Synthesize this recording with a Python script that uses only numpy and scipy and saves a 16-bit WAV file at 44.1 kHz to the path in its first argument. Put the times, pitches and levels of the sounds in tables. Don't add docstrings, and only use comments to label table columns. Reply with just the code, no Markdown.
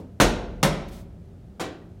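import sys
import numpy as np
from scipy import signal
from scipy.fft import rfft, irfft
from scipy.io import wavfile

SR = 44100
rng = np.random.default_rng(int(sys.argv[2]) if len(sys.argv) > 2 else 0)


def transcribe(u):
    v = np.clip(np.atleast_2d(u).T, -1, 1)
    q = np.round(v * 32767).astype(np.int16)
    wavfile.write(sys.argv[1], SR, q)


N = 88200
T = np.arange(N) / SR
HZ = np.maximum(np.fft.rfftfreq(N, 1 / SR), 1)

# start in seconds, smack level in dB, build-up in seconds (halved in use), hold in seconds,
# early t60 in seconds before the band factor, late tail in dB over the smack, factor on the room t60,
# boom in dB, rack ring in dB, crack in dB, crack delay in seconds.
BLOWS = [(.2002, -14, 0.00081, 0.018, 0.21, -5.5, 0.97, -18.5, -31.5, -27.5, .014),
         (.6290, -18, 0.00067, 0.016, .17, -4.5, 0.95, -26.5, -35, -19, 0.004),
         (1.5966, -29, 0.0025, 0.015, 0.21, -0.5, 0.73, -47, -50, -37, 0.015)]
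# frequency in Hz, then slam, landing and slap in relative dB per Hz.
SMACK_COLOUR = [(55.57, -2, -18, -11), (93, -4, -7, -13), (157.4, -1, -1, -7), (290, -4, -3.5, -3.5),
                (450, -1.5, -0.5, -2), (710, -2.5, -1.5, -6.5), (1240, -9.5, -7.5, -6),
                (2149, -11, -8, -15), (3200, -11, -12, -11.5), (6500, -15.5, -18, -25.5),
                (9260, -20, -21.5, -25), (12500, -27.5, -25, -32), (15500, -32, -28, -33)]
# frequency in Hz, width in Hz, boost in dB.
BLOW_PEAKS = [
    [(199, 25, 1), (300, 54, 3.5), (496, 33, 5.5), (765, 19, -6.5), (885, 70, 3.5), (1030, 37, 2),
     (1420, 88, 8), (1547, 58, 6.5), (2060, 44, 3.5), (4900, 720, -5.5), (7740, 630, -5.5),
     (10600, 530, -4)],
    [(175, 55, 8.5), (490, 59, -9), (555, 41, 9.5), (770, 45, 1), (860, 70, -3), (990, 60, 4),
     (1307, 50, 6.5), (1660, 80, -4.5), (2136, 120, 4.5), (5520, 220, 6.5), (9500, 400, 5)],
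    [(318.4, 27, 14), (373, 28, 4.5), (490, 23, 1), (750, 120, 5), (887, 50, -8), (1160, 89, 3.5),
     (1284, 81, -10), (1430, 69, 3.5), (1545, 49, 7), (1910, 71, 10), (2310, 90, 9), (6700, 1900, 7.5)],
]
# delay in seconds, peak in dB over the smack level.
CONTACT_PATHS = [(.0005, 3), (.0062, 1), (0.0217, 3.5), (0.0498, -6.5)]
# frequency in Hz, relative level in dB per Hz.
CRACK_COLOUR = [(800, -11.5), (2000, 2), (6500, -0.5), (10000, -7.5), (15500, -14)]
# pulse peak in dB, delay in seconds, width in seconds.
AIR_PUSHES = [(-7.5, .0034, 0.001), (-19.5, 0.0033, .0011), (-37.5, 0.0018, 0.00042)]
# frequency in Hz, level in dB, t60 in seconds.
FILLING_THUMPS = [
    [(131.7, -18.5, 0.25), (201.9, -13.5, .2), (292, -10.5, .2)],
    [(152.4, -15, 0.29), (196, -16, 0.25)],
    [(327, -31, 0.15), (402, -34, 0.43), (519, -27.5, 0.24), (756, -30.5, .17)],
]
# frequency in Hz, relative level in dB per Hz.
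KNOCK_COLOUR = [(300, -17.5), (600, -9), (950, 0), (1550, -0.5), (2200, -13.5), (6000, -29)]
# frequency in Hz, level in dB over the blow's boom, t60 in seconds.
BUILDING_MODES = [(44.5, 2.5, 0.37), (41.7, -8.5, 1.8), (63.1, -11, 1.9)]
# frequency in Hz, level in dB over the blow's rack ring, t60 in seconds.
RACK_MODES = [(205, -1, 1.4), (305.4, -0.5, 0.86), (357, 4, 0.71), (410.8, -5, 1.2), (447.4, -3, 0.54),
              (532, 2, 0.33), (617, 2.5, 0.57), (659, 7.5, 0.31), (707, -7.5, 1), (916, 12.5, 0.19),
              (1561, -6.5, 0.29)]
# time in seconds, level in dB.
SLIDE_LEVEL = [(.872, -85), (.886, -51.5), (.905, -62), (.93, -51.5), (0.981, -55), (1.015, -59),
               (1.07, -82)]
# frequency in Hz, relative level in dB per Hz.
SLIDE_COLOUR = [(1500, -0.5), (3500, 3), (6000, -0.5), (10000, -4), (15500, -4.5)]
# frequency in Hz, t60 in seconds before each use scales it.
ROOM_T60 = [(60, 1.5), (180, 1.3), (400, 1.05), (800, 0.8), (1600, 0.65), (3200, 0.67), (8000, 0.4),
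            (16000, 0.19)]
# frequency in Hz, factor on the blow's early t60.
EARLY_T60_FACTORS = [(80, 1.1), (300, 2.6), (1200, 1.0), (4000, 1.29), (13000, .8)]
# frequency in Hz, relative level in dB per Hz.
VENTILATION_COLOUR = [(15, -47), (25, -8), (97, 0), (137, -5.5), (200, -5.5), (317, -19.5), (384, -12.5),
                      (439, -21.5), (641, -23.5), (1130, -38.5), (1230, -35.5), (1940, -41.5), (9070, -53),
                      (16000, -59)]
# frequency in Hz, rms level in dB.
FAN_TONES = [(87, -54.5), (173, -54)]
# frequency in Hz, relative level in dB per Hz.
FADING_COLOUR = [(60, -18), (250, 6), (700, -5.5), (2000, -27), (8000, -35.5), (15000, -38.5)]


def blows():
    out = 0
    for k, row in enumerate(BLOWS):
        start_s, smack_db, build_s, hold_s, early_t60, tail_db, tail_scale = row[:7]
        boom_db, rack_db, crack_db, crack_delay_s = row[7:]
        t = np.maximum(T - start_s, 0)
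        comb_db = ripple()
        body = smack(t, blow_colour(k) + comb_db, build_s, hold_s, early_t60, tail_db, tail_scale)
        out = out + from_db(smack_db) * (body + contact(t))
        out = out + from_db(crack_db) * crack(t, crack_delay_s, comb_db)
        out = out + pulse(t, *AIR_PUSHES[k]) + thump(t, k)
        out = out + from_db(boom_db) * boom(t) + from_db(rack_db) * racks(t)
    return out


def blow_colour(k):
    shape_db = at_hz(np.array(SMACK_COLOUR)[:, [0, k + 1]], HZ)
    for hz, width_hz, boost_db in BLOW_PEAKS[k]:
        shape_db = shape_db + boost_db / (1 + (2 * (HZ - hz) / width_hz) ** 2)
    return shape_db


def ripple():
    depth_db, span_s, from_hz = 2.0, 0.0062, 2500
    comb = rfft(rng.standard_normal(N) * (T < span_s)).real
    treble = HZ ** 2 / (HZ ** 2 + from_hz ** 2)
    return depth_db * np.minimum(comb / comb.std(), 1.5) * treble


def smack(t, shape_db, build_s, hold_s, early_t60, tail_db, tail_scale):
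    bass_lag_cycles, tail_build_s = 0.13, .02
    out = 0
    for hz, band in octaves(noise(shape_db)):
        early = dying(np.maximum(t - hold_s, 0), early_t60 * at_hz(EARLY_T60_FACTORS, hz))
        tail_decay = dying(t, tail_scale * at_hz(ROOM_T60, hz))
        late = from_db(tail_db) * rising(t, tail_build_s) * tail_decay
        onset = rising(t, build_s / 2 + bass_lag_cycles / hz)
        out = out + band * onset * np.hypot(early, late)
    return out


def contact(t):
    return sum(pulse(t, db, delay_s, width_s=.00022) for delay_s, db in CONTACT_PATHS)


def pulse(t, db, delay_s, width_s):
    u = (t - delay_s) / width_s
    return -from_db(db) * u * np.exp((1 - u * u) / 2) * (t > 0)


def crack(t, delay_s, comb_db):
    width_s = 0.008
    swell = (t > 0) * np.exp(-((t - delay_s) / width_s) ** 2)
    return swell * noise(at_hz(CRACK_COLOUR, HZ) + comb_db)


def thump(t, k):
    return rising(t, 0.0086) * ring(t, FILLING_THUMPS[k])


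def knock():
    level_db, rise_s, hold_s, t60_s = -18.5, 0.00033, 0.016, .035
    t = np.maximum(T - BLOWS[0][0], 0)
    envelope = rising(t, rise_s) * dying(np.maximum(t - hold_s, 0), t60_s)
    return from_db(level_db) * envelope * noise(at_hz(KNOCK_COLOUR, HZ))


def boom(t):
    delay_s, rise_s = 0.0018, .012
    late = np.maximum(t - delay_s, 0)
    return rising(late, rise_s) * ring(late, BUILDING_MODES)


def racks(t):
    return rising(t, 0.012) * ring(t, RACK_MODES)


def slide():
    time_s, db = np.transpose(SLIDE_LEVEL)
    sliding = (T > time_s[0]) * (T < time_s[-1])
    return from_db(np.interp(T, time_s, db)) * sliding * noise(at_hz(SLIDE_COLOUR, HZ))


def ventilation():
    return from_db(-44.5) * noise(at_hz(VENTILATION_COLOUR, HZ))


def fan_hum():
    out = 0
    for hz, rms_db in FAN_TONES:
        out = out + from_db(rms_db) * np.sqrt(2) * np.sin(2 * np.pi * (hz * T + rng.random()))
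    return out


def fading_reverberation():
    level_db, t60_share = -40, 0.46
    out = 0
    for hz, band in octaves(noise(at_hz(FADING_COLOUR, HZ))):
        out = out + band * dying(T, t60_share * at_hz(ROOM_T60, hz))
    return from_db(level_db) * out


def from_db(db):
    return 10 ** (np.asarray(db) / 20)


def at_hz(points, hz):
    f, v = np.transpose(points)
    return np.interp(np.log(hz), np.log(f), v)


def dying(t, t60):
    return np.exp(-np.log(1000) * t / t60)


def rising(t, rise_s):
    return 1 - np.exp(-np.maximum(t, 0) / max(rise_s, 1e-5))


def noise(shape_db):
    rolloff = np.sqrt(1 + (20 / HZ) ** 8)
    x = irfft(rfft(rng.standard_normal(N)) * from_db(shape_db) / rolloff, N)
    return x / x.std()


def octaves(x):
    centres, spectrum = 62.5 * 2 ** np.arange(9), rfft(x)
    for hz, weights in zip(centres, np.eye(len(centres))):
        yield hz, irfft(spectrum * np.interp(np.log(HZ), np.log(centres), weights), N)


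def ring(t, modes):
    out = 0
    for strength, (hz, db, t60) in zip(rng.uniform(.88, 1.12, len(modes)), modes):
        out = out + strength * from_db(db) * np.sin(2 * np.pi * hz * t) * dying(t, t60)
    return out


def scene():
    ball = blows() + knock() + slide()
    room = ventilation() + fan_hum() + fading_reverberation()
    return (ball + room)[None]


def record(dry):
    low_cut_hz, ceiling, top_cut_hz = 35, .85, 15900
    low_cut = signal.butter(6, low_cut_hz, "high", fs=SR, output="sos")
    top_cut = signal.ellip(10, .2, 80, top_cut_hz, fs=SR, output="sos")
    x = signal.sosfilt(low_cut, dry)
    rounded = ceiling * np.tanh(x / ceiling)
    return signal.sosfilt(top_cut, rounded)


dry = scene()
out = record(dry)
transcribe(out)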